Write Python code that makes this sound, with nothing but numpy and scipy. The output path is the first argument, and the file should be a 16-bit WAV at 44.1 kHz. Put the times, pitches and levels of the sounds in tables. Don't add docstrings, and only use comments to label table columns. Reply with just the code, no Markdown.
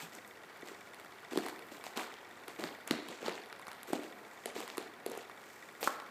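import sys
import numpy as np
from scipy import signal
from scipy.fft import rfft, irfft
from scipy.io import wavfile

SR = 44100
rng = np.random.default_rng(int(sys.argv[2]) if len(sys.argv) > 2 else 0)


def materialize(psi):
    bounded = np.clip(np.atleast_2d(psi).T, -1, 1)
    quanta = np.round(bounded * 32767).astype(np.int16)
    wavfile.write(sys.argv[1], SR, quanta)


N = 269010
LAG_S = 0.001033


def from_db(db):
    return 10 ** (np.asarray(db) / 20)


def rms_one(x):
    return x / np.sqrt(np.mean(x ** 2) + 1e-20)


def colour(x, spectrum):
    hz, db = np.transpose(spectrum)
    grid_hz = np.maximum(np.fft.rfftfreq(len(x), 1 / SR), 1)
    gain = from_db(np.interp(np.log(grid_hz), np.log(hz), db))
    return irfft(rfft(x) * gain, len(x))


def ring(clicks, hz, t60):
    decay = from_db(-60 / (t60 * SR))
    turn = 2 * np.pi * hz / SR
    feedback = [1, -2 * decay * np.cos(turn), decay * decay]
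    return signal.lfilter([0, np.sin(turn)], feedback, clicks + 1e-18)


def add(out, s, piece):
    start = max(round(s * SR), 0)
    out[start:start + len(piece)] += piece[:N - start]


def swing(hz, cycles, rise_s):
    t = np.arange(3000) / SR
    fade = np.exp(-t * hz / cycles)
    wave = np.sin(2 * np.pi * hz * t) * fade * (1 - np.exp(-t / rise_s))
    return wave / np.abs(wave).max()


def sway(per_s):
    knots = rng.standard_normal(int(N / SR * per_s) + 2)
    return np.interp(np.arange(N) / SR * per_s, np.arange(len(knots)), knots)


def grains(per_s, spread_db):
    sizes = from_db(spread_db * np.minimum(rng.exponential(1, N), 4))
    signed = sizes * rng.choice([-1, 1], N)
    return rms_one(signed * (rng.random(N) < per_s / SR))


def debris(per_s, spread_db, low_hz, high_hz, cycles):
    clicks = grains(per_s, spread_db)
    dealt = rng.integers(0, 12, N)
    pitches = np.geomspace(low_hz, high_hz, 12)
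    return rms_one(sum(ring(clicks * (dealt == k), hz, cycles / hz) for k, hz in enumerate(pitches)))


def hush():
    # (frequency [Hz], relative level per Hz [dB])
    hush_spectrum = [(30, -2), (80, 10.5), (240, 0), (430, 4), (690, -1), (1690, 0), (2300, -4.5),
                     (2870, -17.5), (4500, -17), (5200, -18.5), (7620, -21), (10000, -21.5), (15300, -23)]
    return from_db(-55) * rms_one(colour(rng.standard_normal(N), hush_spectrum))


def hall(x):
    # (frequency [Hz], time to drop 60 dB [s])
    decay_times = [(150, 0.091), (400, 0.98), (1200, 0.71), (3000, 1), (8000, 0.33)]
    gap_s = 0.0049
    t = np.arange(SR) / SR
    edges = 90 * 2 ** np.arange(8)
    hz, t60 = np.transpose(decay_times)
    tail = 0
    for low, high in zip(edges, edges[1:]):
        octave = signal.butter(2, [low, high], "band", fs=SR, output="sos")
        band = signal.sosfilt(octave, rng.standard_normal(SR))
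        band_t60 = np.interp(np.log(low * high) / 2, np.log(hz), t60)
        tail = tail + band * from_db(-60 * t / band_t60)
    tail = tail * np.clip(t / gap_s - 1, 0, 1)
    return signal.fftconvolve(x, tail / np.sqrt(np.sum(tail ** 2)))[:N]


def ticking():
    # (frequency [Hz], ringing gain [dB], time to drop 60 dB [s])
    housing = [(700, -64, 0.054), (1933, -58, 0.038), (2255, -59, 0.028), (3536, -57.5, 0.01),
               (5430, -49, 0.0009), (7540, -50.5, 0.0011)]
    tock, tock_lead_s = (1414, -63, 0.036), 0.012
    ticks_per_s, start_s = 15.99, 0.0585
    evenness = 0.5
    spread_db = 1.5
    turns = np.arange(start_s - 1 / ticks_per_s, N / SR, 1 / ticks_per_s)
    strengths = from_db(spread_db * rng.standard_normal(len(turns)))
    out = np.zeros(N)
    t = np.arange(400) / SR
    push = t * np.exp(-t / 0.00084)
    push = push / np.sqrt(np.sum(push ** 2))
    modes = [(mode, 0) for mode in housing] + [(tock, tock_lead_s)]
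    for (hz, level_db, t60), lead_s in modes:
        contact = np.zeros(N)
        rattles = rng.standard_normal((len(turns), len(t)))
        for s, strength, rattle in zip(turns, strengths, rattles):
            shake = evenness * np.sin(2 * np.pi * hz * t) + rattle
            add(contact, s - lead_s, strength * push * shake)
        out += from_db(level_db) * ring(contact, hz, t60)
    return out


def loading(layer):
    # (time [s], hold [s], then the approximate level of each layer:
    # slab rumble [dB], crunch [dB], sand hiss [dB], fine dust [dB])
    presses = [(0, 0.028, -70, -53, -51.5, -56), (0.13, .03, -59, -61, -60, -65),
               (0.262, 0.021, -69, -74, -73, -66), (0.659, .04, -60, -60, -61.5, -68),
               (0.987, 0.024, -66, -69, -66, -72), (1.312, 0.065, -49.5, -51.5, -56, -66),
               (1.378, 0.011, -41, -50.5, -57, -62), (1.424, 0.073, -56, -52, -59, -65),
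               (1.716, 0.05, -59.5, -56.5, -61, -66), (1.843, 0.028, -59, -57, -57, -64),
               (1.965, .012, -48, -42.5, -49.5, -58), (1.995, 0.021, -52.5, -45.5, -53, -59),
               (2.48, 0.012, -63, -55.5, -58, -79), (2.591, 0.072, -46.5, -49, -55.5, -65),
               (2.874, 0.015, -61, -51, -61, -76), (2.91, 0.016, -39, -43.5, -50.5, -63),
               (3.085, 0.034, -51.5, -57, -65, -74), (3.213, .02, -51, -55, -61, -70),
               (3.245, 0.014, -55, -48.5, -55, -65), (3.261, 0.035, -47.5, -44, -55, -68),
               (3.345, 0.011, -64, -56, -58, -77), (3.672, 0.074, -69, -58.5, -72, -72),
               (3.877, 0.03, -56.5, -56.5, -60, -62), (3.929, 0.018, -42.5, -49.5, -52.5, -65),
               (4.021, 0.025, -59, -55.5, -59.5, -72), (4.459, 0.017, -53.5, -52, -56.5, -77),
               (4.553, 0.064, -50.5, -50, -54, -61.5), (4.68, 0.062, -67, -60, -62, -71),
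               (4.781, 0.048, -53.5, -55.5, -60.5, -72), (5.063, 0.024, -50, -55.5, -62, -72),
               (5.11, 0.1, -62, -56, -62.5, -71), (5.811, 0.018, -52, -53.5, -58, -49),
               (5.833, 0.011, -52, -44.5, -43.5, -49), (5.865, 0.0099, -58, -50, -52, -60)]
    rise_s = 0.007
    fade_db_per_s = (300, 218, 201, 200)
    settle_db, settle_db_per_s = (-11.5, -15.5, -34.5, -32), (40, 29.6, 50, 50)
    rest_db, rest_sway_db = (-66.5, -60, -71.5, -77.5), (3.2, 1.5, 7.5, 5.2)
    t = np.arange(N) / SR
    power = from_db(rest_db[layer] + rest_sway_db[layer] * sway(per_s=3.83)) ** 2
    for s, hold_s, *levels_db in presses:
        since = t[int(max(s - rise_s, 0) * SR):][:SR] - s
        after = np.maximum(since - hold_s, 0)
        fast = from_db(-fade_db_per_s[layer] * after)
        slow = from_db(settle_db[layer] - settle_db_per_s[layer] * after)
        rise = np.clip(1 + since / rise_s, 0, 1)
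        gain = from_db(levels_db[layer]) * rise * (fast + slow)
        add(power, s + since[0], gain ** 2)
    return np.sqrt(power)


def tread():
    # (frequency [Hz], relative level per Hz [dB])
    sand_spectrum = [(1200, -22), (2500, 11.5), (3500, 6.5), (5200, 4.5), (7600, 7.5), (9500, -6),
                     (15000, -25)]
    dust_spectrum = [(5000, -37), (8500, 2), (10000, -8.5), (12000, 6.5), (15000, 1.5)]
    rumble = debris(900, spread_db=4.0, low_hz=206.8, high_hz=700, cycles=27.0)
    crunch = debris(1800, spread_db=3.5, low_hz=750, high_hz=4490, cycles=15.5)
    grit = grains(6000, spread_db=5.0)
    sand = rms_one(colour(grit, sand_spectrum))
    dust = rms_one(colour(grit, dust_spectrum))
    pressed = sum(loading(k) * sound for k, sound in enumerate((rumble, crunch, sand, dust)))
    pebbles = debris(25, spread_db=1.0, low_hz=6000, high_hz=13400, cycles=2.1)
    return pressed + from_db(-76) * pebbles


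def knocks():
    # (time [s], peak level [dB], pitch [Hz], heel thump peak level [dB])
    slab_hits = [(0.03, -46, 232, -41.5), (0.629, -38, 342, -56), (0.714, -41.5, 380, -68),
                 (1.320, -35, 383, -54), (1.332, -30.5, 350, -65), (1.358, -28.5, 340, -57),
                 (1.373, -20, 337, -52), (1.718, -41.5, 337, -64), (1.973, -31.5, 397, -70),
                 (2.481, -39, 346, -67), (2.595, -34, 350, -54), (2.641, -32.5, 300, -42),
                 (2.909, -20, 286, -34), (3.083, -50, 400, -52), (3.228, -32, 474, -69),
                 (3.261, -35, 394, -62), (3.281, -26, 396, -69), (3.886, -41, 454, -65),
                 (3.902, -33, 390, -53), (3.930, -21, 315, -57), (3.991, -33, 376, -66),
                 (4.457, -31.5, 415, -71), (4.562, -31.5, 410, -60), (4.603, -36, 390, -65),
                 (4.780, -28.5, 375, -75), (5.062, -27, 402, -61), (5.114, -33.5, 500, -66),
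                 (5.174, -34.5, 437, -70), (5.828, -25.5, 523, -66)]
    out = np.zeros(N)
    thump = swing(166.7, cycles=2.64, rise_s=0.002)
    for s, peak_db, pitch_hz, heel_db in slab_hits:
        slab = swing(pitch_hz, cycles=0.98, rise_s=0.00089)
        add(out, s + LAG_S, from_db(peak_db) * slab + from_db(heel_db) * thump)
    return out


def cracks():
    # (time [s], snap level [dB], treble edge level [dB],
    # ringing pitch [Hz], ringing level [dB])
    breaks = [(0.0257, -48, -55, 1050, -58), (0.15, -73, -49.5, 970, -67), (0.276, -65, -56, 1990, -66),
              (0.6093, -66, -60, 1020, -58), (0.6732, -53, -61, 1630, -54), (0.6847, -51, -67, 2010, -48),
              (0.9443, -52, -55, 1150, -72), (0.9977, -56, -58, 1260, -55), (1.0465, -57, -61, 1470, -53),
              (1.3315, -48, -53, 700, -57), (1.3576, -48, -57, 730, -42), (1.3733, -35, -39.5, 1110, -37),
              (1.3857, -55, -51, 1700, -40.5), (1.4607, -45, -53, 960, -65),
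              (1.4634, -51, -50, 1090, -38.5), (1.4843, -44, -47, 1920, -40), (1.4952, -50, -52, 1710, -47),
              (1.5917, -51.5, -56, 920, -53), (1.839, -46.5, -50, 1070, -45),
              (1.8655, -45.5, -59, 750, -41), (1.9653, -57, -70, 700, -45), (1.9728, -37, -46, 794, -48),
              (1.9954, -48, -49, 1020, -50), (2.008, -56, -51, 830, -61), (2.1393, -50, -72, 1050, -67),
              (2.4807, -45, -47.5, 1290, -46), (2.595, -51, -54, 700, -50), (2.6379, -37.5, -51, 1540, -38),
              (2.8754, -44.5, -40, 1490, -50), (2.9088, -27.5, -39, 1960, -29.5),
              (3.0854, -45.5, -48.5, 940, -48), (3.2267, -52, -61, 700, -50), (3.244, -54, -65, 1500, -54),
              (3.2614, -43, -69, 700, -48), (3.2808, -42, -51, 700, -44), (3.2939, -55, -59, 700, -61),
              (3.354, -48.5, -64, 1520, -61), (3.3778, -66, -65, 2000, -42.5),
              (3.4587, -54, -61, 1480, -62), (3.5263, -46.5, -57, 1450, -44.5),
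              (3.595, -56, -59, 1060, -47.5), (3.615, -64, -58, 1200, -57),
              (3.6682, -48.5, -56, 1160, -47.5), (3.681, -72, -52.5, 1240, -43.5),
              (3.7153, -48, -54, 1650, -48), (3.73, -55, -55, 1410, -51), (3.8306, -48, -47, 1210, -53),
              (3.896, -62, -54.5, 1200, -60), (3.9314, -39.5, -40.5, 760, -30.5),
              (4.034, -51, -55, 800, -52), (4.457, -39, -38, 700, -41), (4.5648, -61, -59, 700, -44),
              (4.6032, -45.5, -49.5, 1040, -44), (4.677, -47, -51, 1040, -48), (4.7, -44, -66, 970, -50),
              (4.7709, -62, -48, 1060, -44.5), (4.779, -38.5, -40, 1100, -40.5),
              (5.0617, -42.5, -41.5, 700, -47), (5.098, -60, -52, 1330, -52), (5.116, -68, -50, 700, -51),
              (5.1505, -57, -58, 700, -51), (5.1747, -59, -48, 700, -43.5), (5.2964, -56, -60, 1190, -45.5),
              (5.8283, -37.5, -52, 700, -37), (5.8408, -63, -39.5, 1040, -53),
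              (5.8736, -39, -53, 1330, -23.5), (5.8771, -58, -42, 1090, -28.5),
              (5.9993, -50.5, -66, 890, -51), (6.021, -60, -66, 1220, -50)]
    opening = 200
    out = np.zeros(N)
    t = np.arange(1200) / SR
    splinters = rng.standard_normal((len(breaks), len(t)))
    body = signal.butter(2, [1500, 5500], "band", fs=SR, output="sos")
    treble = signal.butter(2, [5500, 11500], "band", fs=SR, output="sos")
    for (s, snap_db, edge_db, ring_hz, ring_db), noise in zip(breaks, splinters):
        splintering = noise * (np.exp(-t / .0012) + .07 * np.exp(-t / .006))
        burst = splintering - 8.0 * (t == 0)
        jolt = 0.011 * burst - np.exp(-t * 8.3 * ring_hz)
        snap = signal.sosfilt(body, burst)
        edge = signal.sosfilt(treble, burst)
        ringing = ring(jolt, ring_hz, t60=9.2 / ring_hz)
        for part, db in ((snap, snap_db), (edge, edge_db), (ringing, ring_db)):
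            add(out, s + LAG_S, from_db(db) * part / np.std(part[:opening]))
    return out


def scene():
    background = hush() + ticking()
    blows = knocks() + cracks()
    echo = from_db(-11.5) * hall(blows)
    return (background + echo + tread() + blows)[None]


def record(dry):
    bass_cut = signal.butter(2, 233, "high", fs=SR, output="sos")
    step_down = signal.ellip(7, .5, 20, 15300, fs=SR, output="sos")
    top_cut = signal.cheby2(14, 50, 17000, fs=SR, output="sos")
    thin = signal.sosfilt(bass_cut, dry)
    stepped = signal.sosfilt(step_down, thin)
    return signal.sosfilt(top_cut, stepped)


dry = scene()
out = record(dry)
materialize(out)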